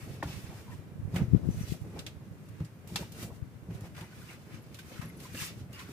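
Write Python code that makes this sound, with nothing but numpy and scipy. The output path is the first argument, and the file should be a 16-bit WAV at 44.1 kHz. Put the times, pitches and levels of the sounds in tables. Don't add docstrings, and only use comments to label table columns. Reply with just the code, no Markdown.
import sys
import numpy as np
from scipy import signal
from scipy.fft import rfft, irfft
from scipy.io import wavfile
from scipy.ndimage import uniform_filter1d

SR = 44100
rng = np.random.default_rng(int(sys.argv[2]) if len(sys.argv) > 2 else 0)


def wav_out(sig):
    wavfile.write(sys.argv[1], SR, np.round(np.clip(np.atleast_2d(sig).T, -1, 1) * 32767).astype(np.int16))


def nominal_scale(level):
    x = np.asarray(level, float) / 20
    return 10 ** x


N = 261072
TIME = np.arange(N) / SR
SHARED_BELOW_HZ = 910


def level(x, db):
    return x * nominal_scale(db) / np.sqrt(np.mean(x ** 2))


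def band(x, lo_hz, hi_hz, order=2):
    edges_hz = [lo_hz, min(hi_hz, 0.45 * SR)]
    return signal.sosfilt(signal.butter(order, edges_hz, "band", fs=SR, output="sos"), x)


def add(out, sound, start_s):
    i = max(int(start_s * SR), 0)
    out[..., i:i + sound.shape[-1]] += sound[..., :N - i]


def decay(t, t60_s):
    return 1000 ** (-t / t60_s)


def walk(rate_hz):
    hold = int(SR / rate_hz)
    steps = np.repeat(rng.standard_normal(N // hold + 1), hold)
    return 1.3 * uniform_filter1d(uniform_filter1d(steps, hold), hold)[:N]


def diffuse(samples, alike=0.91):
    mid, side = rfft(rng.standard_normal((2, samples)))
    hz = np.arange(len(mid)) * SR / samples
    like = np.clip(alike, 0, 1) / (1 + (hz / SHARED_BELOW_HZ) ** 4)
    mid, side = mid * np.sqrt(1 + like), side * np.sqrt(1 - like)
    return irfft(np.array([mid + side, mid - side]), samples) / np.sqrt(2)


def sparse(per_s, sizes, fade_s):
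    clicks = (rng.random(N) < per_s / SR) * sizes
    return signal.lfilter([1], [1, -np.exp(-1 / (fade_s * SR))], clicks)


# peak_s, peak_db, panel_hz
THUMP_BLOWS = [(0.2353, -28.5, 300), (0.258, -24.5, 120), (0.272, -28, 131), (0.301, -29.5, 125),
               (0.321, -37, 136), (0.379, -35, 130), (1.124, -35, 180), (1.143, -22, 170),
               (1.166, -21.5, 150), (1.212, -28, 120), (1.24, -28.5, 118), (1.581, -33, 145),
               (1.938, -46, 172), (1.959, -33.5, 228), (2.61, -22.5, 142), (2.623, -27.5, 135),
               (2.874, -35.5, 140), (2.924, -31, 201), (2.956, -31.5, 161), (3.014, -29.5, 182),
               (3.05, -40, 150), (5.045, -31.5, 168), (3.231, -29, 230), (3.25, -32, 201),
               (2.907, -36, 200), (3.69, -27.5, 174), (3.708, -32, 160), (3.735, -35, 150),
               (3.823, -32, 135), (3.843, -32, 147), (4.017, -32.5, 165), (5.03, -35.5, 200),
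               (5.065, -32, 205), (5.346, -29.5, 239), (5.617, -33, 130), (5.578, -40, 120),
               (5.64, -37, 120)]
# mode_hz, level_db, t60_s
BUNK_MODES = [
    (118, -2, 0.18),
    (170, -4, 0.24),
    (274, -10, 0.12),
    (334, -13, 0.21),
    (426, -18, 0.092),
    (623, -34, .04),
    (820, -33, .04),
]


def thumps(own_t60_s=0.07, push_cycles=0.38, bunk_db=-4):
    out, t = np.zeros(N), np.arange(int(0.2 * SR)) / SR
    for peak_s, peak_db, panel_hz in THUMP_BLOWS:
        ring = np.sin(2 * np.pi * panel_hz * t) * decay(t, own_t60_s)
        for mode_hz, mode_db, t60_s in BUNK_MODES:
            detune, spread = rng.standard_normal(2)
            tone = np.sin(2 * np.pi * mode_hz * (1 + 0.052 * detune) * t)
            ring += nominal_scale(mode_db + bunk_db + 3 * spread) * tone * decay(t, t60_s)
        push = np.hanning(int(push_cycles * SR / panel_hz) + 3)
        ring = np.convolve(ring, push)
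        add(out, -ring * nominal_scale(peak_db) / np.abs(ring).max(), peak_s - 0.661 / panel_hz)
    return np.array([out, out])


# peak_s, peak_db, swell_s, fade_s, heaviness_db
CLIMBING_CLOTH = [(0, -55.5, .1, .25, 2), (.146, -59.5, 0.22, .12, -1), (.27, -54, .06, 0.3, -1.5),
                  (.38, -55.5, .3, 0.13, 0.5), (.48, -58.5, 0.097, 0.37, 0), (.58, -58, 0.23, 0.1, 0.5),
                  (0.722, -59, 0.1, 0.094, 3.5), (1.165, -49.5, 0.05, 0.099, 4),
                  (1.185, -59, .02, 0.053, 12), (1.37, -65, 0.18, 0.14, 0), (1.53, -61, 0.096, 0.37, -17),
                  (1.62, -56, 0.24, 0.15, -1), (1.687, -51.5, 0.032, 0.083, -13),
                  (1.724, -51, 0.085, 0.057, -8), (2.0, -56, 0.14, 0.061, 4),
                  (2.08, -58.5, 0.044, 0.036, 1), (2.5, -71, 0.2, .4, -3), (2.66, -68, 0.4, 0.069, 4.5),
                  (2.89, -58, .03, .3, -8), (2.97, -46, 0.038, 0.12, 0), (3.23, -48, 0.14, 0.063, -2.5),
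                  (3.35, -65.5, .1, 0.072, -7)]
# peak_s, peak_db, swell_s, fade_s, heaviness_db
CRAWLING_CLOTH = [(3.71, -61, 0.025, 0.069, 4), (3.75, -57.5, 0.049, 0.08, 0),
                  (3.86, -58.5, 0.13, 0.055, 5.5), (3.99, -53.5, 0.052, 0.12, 7),
                  (4.21, -60, 0.33, 0.15, 0), (4.31, -53, 0.15, 0.077, 1.5), (4.42, -66.5, .15, 0.13, 0),
                  (4.65, -67, .15, 0.14, -3), (4.55, -56, 0.12, 0.072, 3), (4.77, -60.5, 0.13, 0.16, 0),
                  (4.93, -55, 0.16, 0.25, -0.5), (5.04, -58.5, 0.19, 0.11, 6), (5.24, -52, 0.078, 0.14, 0),
                  (5.375, -49.5, 0.043, .1, 3), (5.42, -39.5, 0.086, 0.091, -1),
                  (5.47, -46, .08, 0.055, -5), (5.6, -60, 0.18, 0.064, -2), (5.74, -57, 0.044, .2, 2),
                  (5.81, -53.5, 0.074, 0.075, 4.5), (5.92, -57, 0.16, .2, -0.5)]


def cloth(heavy_share, offset_db):
    swell_depth_db, still_db, still_heavy_db = 17.5, -73, 4
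    roundness = 1.11
    peak_s, peak_db, swell_s, fade_s, heavy_db = np.transpose(CLIMBING_CLOTH + CRAWLING_CLOTH)[..., None]
    coarse_time = TIME[::64]
    t = coarse_time - peak_s
    away = np.where(t < 0, -t / np.maximum(swell_s, 0.01), t / np.maximum(fade_s, 0.01))
    moves_db = peak_db + heavy_share * heavy_db - swell_depth_db * away ** roundness
    power = np.sum(nominal_scale(2 * moves_db), axis=0) + nominal_scale(2 * (still_db + heavy_share * still_heavy_db))
    return np.interp(TIME, coarse_time, 10 * np.log10(power) + offset_db)


# centre_hz, level_db
CREASE_RINGS = [
    (1050, -14),
    (1500, -10.5),
    (2000, -10),
    (2500, -9.5),
    (2900, -9.5),
    (3600, -11.5),
    (4900, -13),
    (6000, -13),
]


def rustle(grain_db=2.5, smooth_db=8.0, patchy_db=1.5):
    drag_db = cloth(0, 0)
    folds_db = cloth(0.92, 0) - drag_db
    weave_db = cloth(-0.28, -0.5) - drag_db
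    clicks = sparse(900, nominal_scale(grain_db * rng.exponential(size=N)), 0.0043)
    catching = level(clicks, 0) + nominal_scale(smooth_db)

    def fibres():
        noise = diffuse(N, alike=1.0) * catching * nominal_scale(patchy_db * walk(25))
        return signal.lfilter([1], [1, -0.6], noise)

    out = level(band(fibres(), 990, 2750, order=4), -3.0) * nominal_scale(folds_db)
    out += level(band(fibres(), 2050, 6550, order=3), -3.0)
    out += level(band(fibres(), 6400, 21200), -0.88) * nominal_scale(weave_db)
    flip_db = -5 + 0.12 * (drag_db + 52.5)
    for centre_hz, crease_db in CREASE_RINGS:
        burst = sparse(50, nominal_scale(2.5 * rng.standard_normal(N)), 0.009)
        noise = rng.standard_normal((2, N)) * burst
        fleck = level(band(noise, centre_hz / 1.04, centre_hz * 1.04, order=1), crease_db)
        out += fleck * nominal_scale(folds_db * (centre_hz < 2300) + flip_db)
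    return out * nominal_scale(drag_db)


# left_late_s, right_late_s, level_db
WALL_ECHOES = [
    (.0021, .0024, -5),
    (.0047, 0.0038, -5),
    (.0073, .0080, -8),
    (0.0116, 0.011, -10),
]


def cabin(x):
    out = x.copy()
    for *late_s, db in WALL_ECHOES:
        sway_s = 0.0002 * walk(1.5)
        echo = [np.interp(TIME - s - sway_s, TIME, port) for s, port in zip(late_s, x)]
        out += nominal_scale(db) * np.array(echo)
    return out / np.sqrt(1 + sum(nominal_scale(2 * db) for *_, db in WALL_ECHOES))


# start_s, peak_db, centre_hz, treble_share_db, t60_s
HARD_SNAPS = [(0.226, -33, 767, -45, 0.1), (.229, -41.5, 2980, -12, .06), (1.142, -43, 1100, -6, 0.068),
              (1.159, -33, 1980, -11, 0.089), (1.179, -42, 1700, -16, 0.056), (1.99, -35, 3600, -31, 0.046),
              (2.064, -32, 3100, -32, 0.05), (2.486, -55, 1500, 0, 0.051), (2.601, -45, 810, -29, 0.062),
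              (2.647, -50, 5600, -22, 0.063), (2.873, -53, 813, 10, 0.036), (2.958, -23, 3700, -39, 0.05),
              (2.958, -35, 1090, -40, 0.066), (3.119, -55.5, 947, 14, 0.04), (3.705, -49, 980, -29, 0.052),
              (3.807, -51.5, 1050, 6, 0.035), (3.947, -48, 1800, -24, 0.08), (3.964, -45, 2300, -17, .06),
              (3.977, -40, 1470, -19, 0.04), (4.008, -42, 2200, -13, 0.056), (4.128, -50, 1510, -24, 0.04),
              (4.224, -65, 1570, 0, 0.063), (4.743, -45.5, 3300, -4, 0.065), (4.787, -45, 2580, -6, 0.12),
              (5.013, -40.5, 1150, -19, 0.12), (5.2, -47, 3030, -14, 0.06), (5.346, -41.5, 2300, -33, 0.09),
              (5.728, -53, 2840, 3, 0.074), (5.791, -41.5, 2880, -15, 0.076)]
# start_s, peak_db, centre_hz, treble_share_db, t60_s
DULL_KNOCKS = [(1.25, -49, 330, -45, 0.11), (3.3, -47.5, 690, -30, .15), (4.3, -50, 650, -30, 0.1),
               (3.835, -47, 640, -30, 0.19), (3.975, -50, 690, -45, 0.31), (.27, -50, 690, -45, 0.46),
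               (.5, -51, 690, -45, 0.58), (1.96, -47.5, 690, -45, .2), (1.735, -43.5, 550, -43, 0.08),
               (1.745, -42, 260, -43, 0.079), (2.27, -40, 160, -45, 0.11), (1.95, -41.5, 360, -45, 0.24),
               (2.988, -38.5, 390, -45, 0.19), (3.225, -45, 550, -45, 0.19), (4.91, -43, 243, -45, 0.11),
               (2.603, -41.5, 390, -45, .06), (4.535, -41, 202, -45, 0.17), (4.568, -40.5, 235, -45, 0.066),
               (3.7, -41.5, 340, -44.5, 0.16), (1.153, -37, 610, -45, 0.15), (5.885, -41, 270, -45, 0.12)]


def snaps(width=1.385, tail_db=-18, tail_t60_s=0.31):
    out, t = np.zeros((2, N)), np.arange(int(0.25 * SR)) / SR
    for start_s, peak_db, centre_hz, treble_db, t60_s in HARD_SNAPS + DULL_KNOCKS:
        noise = diffuse(len(t))
        body = band(noise, centre_hz / width, centre_hz * width, order=1 + (centre_hz < 700))
        edge = band(noise, 1700, 17000)
        colour = level(body, 0) + level(edge, treble_db + 0.5)
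        fade = decay(t, max(t60_s, 0.005)) + nominal_scale(tail_db) * decay(t, tail_t60_s)
        rise = 1 - np.exp(-t / (0.001 + 0.87 / centre_hz))
        add(out, nominal_scale(peak_db - 3.0) * colour * fade * rise, start_s)
    return out


# start_s, pitch_hz, level_db, t60_s
FITTING_RINGS = [
    (.2275, 1050, -27, 0.02),
    (.2255, 803, -29.5, 0.034),
    (0.2255, 1820, -28.5, 0.024),
    (2.9575, 820, -37.5, 0.047),
    (2.9587, 1750, -38.5, 0.036),
    (2.9, 870, -47.5, .03),
    (5.3477, 510, -36.5, 0.027),
    (2.964, 2690, -40.5, 0.09),
    (2.9597, 3480, -36, 0.03),
]
# start_s,
# pitch_hz, level_db, t60_s
SHORT_RINGS = [(5.3505, 1700, -42, 0.027), (5.356, 1970, -42, .02), (5.368, 2700, -41, .02),
               (5.375, 2800, -38, .025), (5.381, 2750, -42, .02), (5.391, 2700, -36, .025),
               (5.4, 1700, -37, .02), (5.411, 2250, -41, .02), (5.417, 3300, -39, .02),
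               (5.423, 2100, -40, .02), (5.425, 4700, -44, .02), (5.449, 2000, -46, .03),
               (4.791, 1550, -46, 0.044), (4.3, 2200, -46, 0.046), (5.042, 1800, -46, 0.027),
               (4.972, 1280, -50, .04), (2.974, 3150, -46, .06), (1.162, 3050, -39.5, .03),
               (1.168, 2200, -42, 0.036), (1.164, 1500, -43, .03), (1.188, 1200, -41, .03),
               (.243, 1400, -45, 0.035), (.259, 1700, -51, .05), (.2265, 330, -32, 0.026),
               (.2275, 520, -31, 0.028), (5.364, 300, -38, .02), (4.29, 2700, -49, .03),
               (4.545, 2350, -49.5, .03), (5.1, 2100, -48, 0.033), (5.433, 3300, -44, 0.018),
               (5.44, 6900, -46, .02), (1.972, 900, -46, 0.034)]


def rings():
    out, t = np.zeros((2, N)), np.arange(int(0.25 * SR)) / SR
    for start_s, pitch_hz, db, t60_s in FITTING_RINGS + SHORT_RINGS:
        rise = np.sin(np.pi / 2 * np.minimum(t * pitch_hz / 1.95, 1)) ** 2
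        port_phase = np.array([[0], [pitch_hz / 2500]])
        tone = np.sin(2 * np.pi * pitch_hz * t + port_phase)
        add(out, nominal_scale(db + 2.0) * tone * decay(t, t60_s) * rise, start_s)
    return out


# start_s, length_s, pitch_hz, level_db
JOINT_SQUEAKS = [(0.302, .04, 2700, -52), (0.305, 0.027, 3450, -55), (0.678, 0.045, 967, -53),
                 (0.718, 0.03, 980, -54.5), (0.716, 0.023, 1880, -54.5), (3.018, 0.023, 905, -49),
                 (1.5, 0.076, 6100, -60), (1.6, .06, 5900, -56), (4.018, 0.031, 900, -54),
                 (4.122, 0.018, 1495, -57), (4.216, 0.019, 1520, -53), (4.279, 0.032, 2750, -54),
                 (4.618, .02, 11400, -63), (4.908, 0.021, 503, -50), (4.96, 0.043, 1440, -55),
                 (5.249, 0.0186, 1016, -49), (5.32, .05, 11900, -61.5), (5.731, 0.061, 2800, -54),
                 (5.78, 0.043, 1040, -54), (5.848, .05, 1453, -57.5), (5.887, .012, 13900, -54),
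                 (5.735, .03, 5000, -57)]


def squeaks():
    out = np.zeros(N)
    for start_s, length_s, pitch_hz, db in JOINT_SQUEAKS:
        n = int(length_s * SR)
        half_width_hz = 25 + pitch_hz / 320
        noise = rng.standard_normal(n + 2000)
        song = band(noise, pitch_hz - half_width_hz, pitch_hz + half_width_hz, order=1)[2000:]
        add(out, level(song, db - 2) * np.hanning(n) ** 0.13, start_s)
    return np.array([out, np.roll(out, 5)])


# start_s, length_s, pitch_hz, glide_hz, level_db
ZIP_WHISTLES = [
    (5.016, .022, 11350, 0, -70),
    (5.049, .014, 11250, 30, -61),
    (5.063, .014, 11270, 0, -70),
    (5.077, .03, 11190, 150, -63),
    (5.162, .025, 11130, 150, -65),
    (5.187, .01, 11400, 0, -69),
    (5.2, .012, 11200, 60, -61),
]


def whistles(waver_db=2.5):
    out = np.zeros(N)
    for start_s, length_s, pitch_hz, glide_hz, db in ZIP_WHISTLES:
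        t = np.arange(int(length_s * SR)) / SR
        cycles = (pitch_hz + glide_hz * t / length_s / 2) * t
        shape = np.hanning(len(t)) ** 0.4
        add(out, nominal_scale(db + 7.0) * shape * np.sin(2 * np.pi * cycles), start_s)
    out = out * nominal_scale(waver_db * walk(250))
    return np.array([out, np.roll(out, 5)])


# time_s, level_db
SHELL_ROCKING = [(0.0, -44), (1.05, -50.5), (1.2, -29.5), (1.32, -49), (1.63, -44), (1.75, -54),
                 (1.96, -39.5), (2.16, -50), (2.45, -52), (2.84, -52.5), (2.93, -45.5), (3.26, -45),
                 (3.5, -63.5), (3.71, -46.5), (3.99, -49), (4.88, -52), (5.1, -46.5), (5.92, -49.5)]


def rocking():
    time_s, load_db = np.transpose(SHELL_ROCKING)
    boom_db = np.interp(TIME, time_s, load_db)
    panel_db = -54 + 0.6 * (boom_db + 48.5)
    shake = diffuse(N, alike=0.95) * nominal_scale(2.5 * walk(70))
    boom = level(band(shake, 69.5, 199.0), -3.0) * nominal_scale(boom_db)
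    panels = level(band(shake, 128, 435), -3.5) * nominal_scale(panel_db)
    return boom + panels


# peak_s, peak_db, pitch_hz
LEFT_PORT_EDDIES = [(0.03, -30, 98), (0.207, -35, 98), (0.692, -34.5, 139.5), (0.793, -33.5, 108),
                    (0.997, -25.5, 111.6), (1.24, -22.5, 120), (1.283, -21, 131), (1.315, -22, 97),
                    (1.327, -23, 165), (1.335, -7, 139.5), (1.348, -6.5, 152.5), (1.364, -15, 115),
                    (1.43, -24, 114), (1.453, -28, 120), (1.474, -17.5, 131), (1.489, -14.5, 165),
                    (1.503, -19.5, 109.7), (1.544, -24.5, 134), (1.612, -21, 143), (1.699, -24.5, 87),
                    (1.723, -17, 164), (1.751, -33, 175), (3.32, -33.5, 110), (3.426, -22.5, 100),
                    (4.543, -31, 158), (4.996, -23.5, 141), (5.323, -36, 126), (5.421, -27.5, 134),
                    (5.575, -39, 124)]
# peak_s, peak_db, pitch_hz
RIGHT_PORT_EDDIES = [(0.104, -28, 131), (0.366, -28.5, 114), (0.442, -29, 102), (0.497, -31, 126),
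                     (0.703, -33, 129), (0.751, -37.5, 139), (0.919, -33, 162), (0.958, -30, 133),
                     (1.033, -26, 102), (1.054, -21.5, 118), (1.078, -25.5, 122), (1.22, -16, 118),
                     (1.3, -33, 130), (1.32, -34, 140), (1.462, -34, 100), (1.496, -25, 120.5),
                     (1.529, -34, 130), (1.556, -28, 130), (1.706, -31, 110), (1.574, -22, 111),
                     (1.588, -26, 107), (1.638, -24.5, 98), (1.819, -24, 107.4), (1.999, -33, 126),
                     (2.167, -34, 105), (2.274, -36.5, 156), (2.314, -32, 116), (2.5, -33, 111),
                     (3.186, -41, 124), (3.628, -35.5, 125), (3.753, -28, 132), (3.926, -40, 116),
                     (4.24, -36, 150.4), (5.63, -38, 105), (5.7, -40, 105)]


def draught(eddies, cycles=0.47, flutter_db=-54, wake_db=-14):
    out, t = np.zeros(N), np.arange(-1500, 1500) / SR
    for peak_s, peak_db, pitch_hz in eddies:
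        phase, twist = rng.uniform(0, 2 * np.pi, 2)
        edge_db = -22 + 0.2378 * (pitch_hz - 115) + 0.5 * (peak_db + 26.0)
        width_s = np.where(t < 0, cycles, 1.47 * cycles) / pitch_hz
        swing = np.exp(-(t / width_s) ** 2) * np.cos(2 * np.pi * 0.9 * pitch_hz * t + phase)
        edge_shape = np.exp(-(t * pitch_hz / 0.27) ** 2)
        edge = edge_shape * np.cos(2 * np.pi * 1.57 * pitch_hz * (t + 0.0022) + twist)
        add(out, nominal_scale(peak_db) * (swing + nominal_scale(edge_db) * edge), peak_s + t[0])
    gust = np.sqrt(np.abs(uniform_filter1d(out ** 2, 5000)))
    flutter = level(band(rng.standard_normal(N), 70, 190) * nominal_scale(4 * walk(30)), 0)
    return out + flutter * (nominal_scale(flutter_db) + nominal_scale(wake_db) * gust)


# pitch_hz, density_db (per Hz)
AIR_SPECTRUM = [(30, -51), (60, -19), (100, -2.5), (150, -8), (300, -18), (450, -26), (750, -29),
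                (1640, -30.5), (3000, -40), (5000, -44.5), (15500, -45)]


def air():
    table_hz, table_db = np.transpose(AIR_SPECTRUM)
    hz = np.arange(N // 2 + 1) * SR / N
    gain = nominal_scale(np.interp(np.log(hz + 1), np.log(table_hz), table_db))
    return level(irfft(rfft(diffuse(N, alike=1.0)) * gain, N), -48.5 - 4)


def scene():
    bunk = thumps() + snaps() + rings()
    small_sounds = squeaks() + whistles()
    wind = np.array([draught(LEFT_PORT_EDDIES), draught(RIGHT_PORT_EDDIES)])
    return bunk + cabin(rustle()) + small_sounds + rocking() + wind + air()


def low_pass(x):
    return signal.sosfilt(signal.butter(12, 15250, fs=SR, output="sos"), x)


def record(dry):
    top_cut = signal.ellip(12, 0.2, 60, 15560, fs=SR, output="sos")
    bass_cut = signal.butter(2, 62, "high", fs=SR, output="sos")
    mix = signal.sosfilt(bass_cut, signal.sosfilt(top_cut, dry))
    return low_pass(mix)


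dry = scene()
out = record(dry)
wav_out(out)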